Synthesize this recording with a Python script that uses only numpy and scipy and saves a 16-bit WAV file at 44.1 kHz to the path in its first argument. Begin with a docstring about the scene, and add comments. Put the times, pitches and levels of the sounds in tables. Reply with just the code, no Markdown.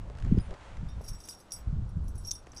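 """Wind buffets the microphone and leather ticks and rustles, then steel tack chatters and clinks.
Buckles and rings on a saddled horse swing together: light contacts ring on, hard ones clack
and are damped, sliding adds grit. The leather rubs as it shifts; straps slip under strain.
The breeze is low turbulence with dull thumps. The yard murmurs softly behind."""
import sys
import numpy as np
from scipy import signal
from scipy.fft import rfft, irfft
from scipy.io import wavfile
from scipy.ndimage import uniform_filter1d

SR = 44100
rng = np.random.default_rng(int(sys.argv[2]) if len(sys.argv) > 2 else 0)


def wav_record(signal):
    """Record a signal, one row per channel, as 16-bit PCM in the file named by sys.argv[1]."""
    frames = np.transpose(np.atleast_2d(signal))
    bounded = np.clip(frames, -1, 1)
    # unit amplitude maps onto the largest positive 16-bit level
    quanta = np.round(bounded * 32767).astype(np.int16)
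    wavfile.write(sys.argv[1], SR, quanta)


N = 114660
T = np.arange(N) / SR

# Noise spectra: freq_hz, level_db
YARD_SPECTRUM = [(120, 3), (600, -3.5), (1450, -8.5), (2100, -27.5), (4000, -22), (8000, -28),
                 (11000, -40.5), (15000, -80)]
SWAY_SPECTRUM = [(15, 0), (35, 2.5), (60, 1), (90, -2), (130, -12), (300, -80)]
FLUTTER_SPECTRUM = [(50, -33), (100, 5.5), (180, -1.5), (250, -11.5), (330, -20), (450, -29), (1500, -100)]
TICK_SPECTRUM = [(600, 9.5), (1900, 12.5), (3000, 6), (8000, -2), (12000, -1)]
RUB_SPECTRUM = [(150, -2.5), (550, 7), (1000, -5), (9000, -66.5)]
RUSTLE_SPECTRUM = [(200, -29), (550, 9.5), (900, 8.5), (1800, 3), (3000, -2), (5000, -11), (8000, -12.5),
                   (10500, -10.5), (15000, -71)]
GRIT_SPECTRUM = [(1500, -4), (3400, -5.5), (5700, -3.5), (10500, -6), (15000, -18)]
# Strength of wind, leather and cloth rustle, sliding steel: time_s, relative_db
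GUST_CURVE = [(0, -40), (.19, -44), (.24, -30), (.39, -26), (.44, -45.5), (.51, -35.5), (.56, -54.5),
              (.67, -54.5), (.75, -41), (.84, -35), (.92, -42), (.98, -36.5), (1.06, -48.5), (1.12, -35.5),
              (1.22, -57), (1.49, -69), (1.56, -48.5), (1.65, -46), (1.68, -32), (1.86, -33.5), (1.9, -44),
              (1.98, -32.5), (2.17, -38), (2.31, -46.5), (2.39, -52.5), (2.6, -54.5)]
RUSTLE_CURVE = [(0, -62), (.12, -63), (.25, -57), (.57, -57), (.66, -53), (.83, -60.5), (1.05, -63),
                (1.4, -67), (1.6, -62), (2.0, -71), (2.45, -68.5), (2.6, -60)]
CHATTER_CURVE = [(.95, -82), (1.03, -63), (1.09, -43), (1.12, -69), (1.19, -59), (1.26, -54.5),
                 (1.3, -41.5), (1.37, -60), (1.48, -75), (1.53, -57), (1.61, -62), (1.72, -108), (2.2, -64),
                 (2.31, -45.5), (2.44, -72), (2.6, -67)]
# Thumps on the microphone: start_s, peak_db, pitch_hz, rise_s
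WIND_BUFFETS = [(0.312, -30.5, 355, 0.0035), (0.3203, -10, 184, 0.0048), (0.343, -27, 265, 0.0041),
                (0.371, -25, 332, 0.0036), (0.3752, -14, 169.5, 0.004), (0.828, -26.5, 116, 0.0056),
                (1.661, -23.5, 78, 0.015), (1.724, -25.5, 146, 0.0067), (1.964, -27.5, 157, 0.0095)]
# Leather on leather: centre_s, half_width_s, level_db
LEATHER_RUBS = [(0.112, 0.1, -57.5), (0.512, 0.048, -52.5), (1.02, 0.052, -60)]
# Leather ticks, strap slips, touches on a loose fitting, hard steel knocks: start_s, level_db
LEATHER_TICKS = [(0.151, -53), (.172, -50), (.186, -46), (.201, -48.5), (0.224, -44.5), (0.248, -46),
                 (.386, -42), (0.508, -47), (0.54, -46), (0.77, -47), (1.285, -44), (2.469, -45.5),
                 (2.533, -48.5)]
STRAP_SLIPS = [(0.1, -38), (1.01, -46), (0.265, -37.5), (0.51, -43.5), (.529, -44), (2.472, -44)]
FITTING_HITS = [(0.375, -56.5), (.398, -50.5), (0.888, -58.5)]
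CLACK_HITS = [(1.2876, -31), (1.52, -27.5), (2.081, -50), (2.3098, -25), (2.3139, -18.5), (2.3199, -33),
              (2.519, -47), (2.572, -36.5)]
# Clinks; the spot hit favours modes near one pitch: start_s, level_db, pitch_hz, falloff_db_per_octave
CLINK_HITS = [(0.886, -56.5, 3600, 42), (0.901, -60.5, 5600, 27), (1.013, -56, 9000, 11),
              (1.038, -53.5, 5600, 7), (1.046, -51.5, 12300, 23), (1.078, -40, 5600, 8),
              (1.083, -41, 10000, -1), (1.132, -48.5, 11000, 2), (1.150, -48.5, 7400, 23),
              (1.202, -49, 9700, -5), (1.238, -49.5, 6300, 31), (1.252, -48.5, 11000, 37),
              (1.289, -41, 9900, 15.5), (1.292, -39.5, 4900, 23), (1.322, -53, 6200, 14),
              (1.387, -61, 11000, 26), (1.401, -50.5, 12400, 6.5), (1.507, -48.5, 5800, 32),
              (1.521, -33.5, 9800, 15), (1.536, -35.5, 10400, 8), (1.561, -45.5, 6200, -5),
              (1.586, -53, 5000, -12), (1.890, -63.5, 11000, 1), (2.04, -63.5, 10100, 30),
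              (2.082, -52, 9500, 13), (2.154, -53.5, 10300, 11), (2.179, -47, 10300, 27),
              (2.248, -43, 6360, 58), (2.255, -48, 10100, 40), (2.27, -43, 11400, 39),
              (2.275, -31.5, 5640, 66), (2.313, -45, 9400, 16), (2.335, -46.5, 10300, 31),
              (2.351, -43, 5600, 17), (2.547, -55, 8000, 9), (2.563, -45, 6200, 2), (2.578, -42, 5700, 6),
              (2.595, -47, 10600, 22)]
# Modes of buckle, ring, both pressed together, loose fitting: pitch_hz, level_db, t60_s
BUCKLE_MODES = [(5585, 6.5, 0.12), (7850, -5.5, 0.19), (9610, -4.5, 0.16), (10670, -3.5, 0.052),
                (11740, -20, 0.11), (13500, -17.5, 0.092), (14750, -19, 0.12)]
RING_MODES = [(3640, -21.5, 0.3), (4910, -1, 0.075), (5585, -4, 0.19), (6274, -1.5, 0.12),
              (8950, -6, 0.037), (9820, -5, 0.052), (11050, -10.5, 0.09), (12300, -12, 0.14),
              (12900, -16, 0.064), (14100, -7, 0.06)]
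PRESSED_MODES = [(3580, -29, 0.18), (4880, -22, 0.0074), (5660, 7, 0.017), (5830, -17.5, 0.15),
                 (6227, 1, 0.021), (7640, -12, 0.043), (7300, -1, 0.0086)]
FITTING_MODES = [(5000, -2, 0.06), (9570, -1.5, 0.28), (11000, -13, 0.089), (14130, -14, 0.16)]

CLINK_RISE_S, GRIT_DECAY_S = 0.0008, 0.0024


def from_db(db):
    """Decibels to gain."""
    return 10 ** (np.asarray(db) / 20)


def unit_rms(x):
    """Scale to unit power."""
    return x / np.sqrt(np.mean(x ** 2) + 1e-20)


def curve_gain(curve):
    """Gain over time from time_s, level_db points."""
    return from_db(np.interp(T, *np.transpose(curve)))


def noise(spectrum):
    """Unit-power noise shaped by freq_hz, level_db points."""
    hz, db = np.transpose(spectrum)
    bins_hz = np.maximum(np.arange(N // 2 + 1) * SR / N, 1)
    shape = from_db(np.interp(np.log(bins_hz), np.log(hz), db))
    return unit_rms(irfft(rfft(rng.standard_normal(N)) * shape, N))


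def steady(x, window_samples):
    """Divide by the running RMS to remove slow swells."""
    return x / np.sqrt(uniform_filter1d(x ** 2, window_samples) + 1e-9)


def drift(step_s):
    """Random wander, new target every step_s."""
    knots = rng.standard_normal(N // 8)
    return np.interp(T / step_s, np.arange(len(knots)), knots)


def cut(x, hz, kind):
    """Fourth-order high- or low-pass."""
    return signal.sosfilt(signal.butter(4, hz, kind, fs=SR, output="sos"), x)


def impulses(start_s, gains):
    """One impulse per start time."""
    out = np.zeros(N, gains.dtype)
    np.add.at(out, np.clip((start_s * SR).astype(int), 0, N - 1), gains)
    return out


def bursts(start_s, db, decay_s):
    """Envelope: instant attacks, exponential decays."""
    pole = np.exp(-1 / (decay_s * SR))
    return signal.lfilter([1], [1, -pole], impulses(start_s, from_db(db)) + 1e-18)


def yard(level_db):
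    """Steady, soft murmur."""
    return from_db(level_db) * noise(YARD_SPECTRUM)


def wind():
    """Low turbulence; flutter grows faster than sway. Buffets swell and die within a few cycles."""
    gust = curve_gain(GUST_CURVE)
    sway = from_db(1) * gust * steady(noise(SWAY_SPECTRUM), window_samples=3000)
    flutter = from_db(4) * gust ** 1.326 * steady(noise(FLUTTER_SPECTRUM), window_samples=1500)
    out = sway + flutter
    for start_s, peak_db, pitch_hz, rise_s in WIND_BUFFETS:
        age_s = np.maximum(T - start_s, 0)
        swell = (age_s / rise_s * np.exp(1 - age_s / rise_s)) ** 3
        out -= from_db(peak_db) * swell * np.cos(2 * np.pi * pitch_hz * (age_s - rise_s / 2))
    return out


def leather():
    """Shifting leather: dry ticks, low rubs and dull strap slips over a grainy rustle."""
    ticks = bursts(*np.transpose(LEATHER_TICKS), decay_s=0.0028) * noise(TICK_SPECTRUM)
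    grain = from_db(unit_rms(uniform_filter1d(rng.standard_normal(N), size=130)))  # 1 dB RMS
    rubs = sum(from_db(db) * np.exp(-((T - centre_s) / half_width_s) ** 2)
               for centre_s, half_width_s, db in LEATHER_RUBS)
    slips = bursts(*np.transpose(STRAP_SLIPS), decay_s=0.004)
    friction = (grain * rubs + slips) * noise(RUB_SPECTRUM)
    rustle = grain * curve_gain(RUSTLE_CURVE) * noise(RUSTLE_SPECTRUM)
    return cut(ticks + friction + rustle, hz=8200, kind="low")


def struck_steel(modes, start_s, db, rise_s, bias_db=0, scatter_db=5):
    """Each contact shares its energy unevenly among decaying modes."""
    mode_hz, mode_db, t60_s = np.transpose(modes)
    shares = from_db(mode_db + bias_db + scatter_db * rng.standard_normal((len(start_s), len(modes))))
    gains = from_db(db)[:, None] * shares / np.linalg.norm(shares, axis=1, keepdims=True)
    gains = gains * np.exp(2j * np.pi * rng.random(gains.shape))
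    rise_pole = np.exp(-1 / (rise_s * SR))
    decay_poles = np.exp(-np.log(1000) / (t60_s * SR))
    out = np.zeros(N)
    for pitch_hz, decay_pole, hit_gains in zip(mode_hz, decay_poles, gains.T):
        drive = impulses(start_s, hit_gains) + 1e-18
        envelope = signal.lfilter([1 - rise_pole], np.poly([rise_pole, decay_pole]), drive)
        detune = 1 + 0.00223 * drift(step_s=0.025)  # contact pressure shifts the mode
        phase = 2 * np.pi * np.cumsum(pitch_hz * detune) / SR
        roughness = 1 + 0.4 * (drift(step_s=0.004) + 1j * drift(step_s=0.004))  # parts keep grazing
        out += np.real(envelope * np.exp(1j * phase) * roughness)
    return out


def chatter(contacts_per_s=260, ringing_db=-5.5, grit_db=-9):
    """Steel sliding on steel: tiny random contacts give grit and faint ringing."""
    spread_db = -0.5 * np.minimum(rng.exponential(1, N), 3)
    hiss = noise(GRIT_SPECTRUM)
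    touched = rng.random(N) < contacts_per_s / SR
    start_s, db = T[touched], spread_db[touched]
    ringing = struck_steel(BUCKLE_MODES + RING_MODES, start_s, db, CLINK_RISE_S)
    ringing = from_db(ringing_db) * steady(ringing, window_samples=3000)
    grit = from_db(grit_db) * steady(bursts(start_s, db, GRIT_DECAY_S) * hiss, window_samples=3000)
    return curve_gain(CHATTER_CURVE) * (ringing + grit)


def clacks(crack_offset_db=-17):
    """Hard knocks: a crack and a short ring, damped as the parts press together."""
    start_s, db = np.transpose(CLACK_HITS)
    ringing = struck_steel(PRESSED_MODES, start_s, db, rise_s=0.00005)
    crack = bursts(start_s, db + crack_offset_db, GRIT_DECAY_S) * noise(GRIT_SPECTRUM)
    return ringing + crack


def clinks(max_falloff_db=28, graze_offset_db=-5, max_graze_db=-55.5):
    """Ring meets buckle: a toneless graze, then both ring freely. A loose fitting tinks too."""
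    start_s, db, favoured_hz, falloff_db_per_octave = np.transpose(CLINK_HITS)
    modes = np.array(BUCKLE_MODES + RING_MODES)
    octaves = np.abs(np.log2(modes[:, 0] / favoured_hz[:, None]))
    bias_db = -np.minimum(falloff_db_per_octave[:, None] * octaves, max_falloff_db)
    ringing = struck_steel(modes, start_s, db, CLINK_RISE_S, bias_db)
    graze_db = np.minimum(db + graze_offset_db, max_graze_db)
    graze = bursts(start_s, graze_db, GRIT_DECAY_S) * noise(GRIT_SPECTRUM)
    tinks = struck_steel(FITTING_MODES, *np.transpose(FITTING_HITS), CLINK_RISE_S)
    return ringing + graze + tinks


def scene(side_db=-25, side_delay_s=0.0031):
    """Near-centre mix; only steel and yard have slight width."""
    steel = cut(clinks() + clacks() + chatter(), hz=2830, kind="high")
    steel = cut(steel, hz=14100, kind="low")
    mid = wind() + yard(level_db=-58) + leather() + steel
    side = from_db(side_db) * np.interp(T - side_delay_s, T, steel, left=0) + yard(level_db=-97)
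    return np.array([mid + side, mid - side])


def record(dry, cutoff_hz=15500):
    """Steep elliptic low-pass."""
    return signal.sosfilt(signal.ellip(10, .1, 80, cutoff_hz, fs=SR, output="sos"), dry)


dry = scene()
out = record(dry)
wav_record(out)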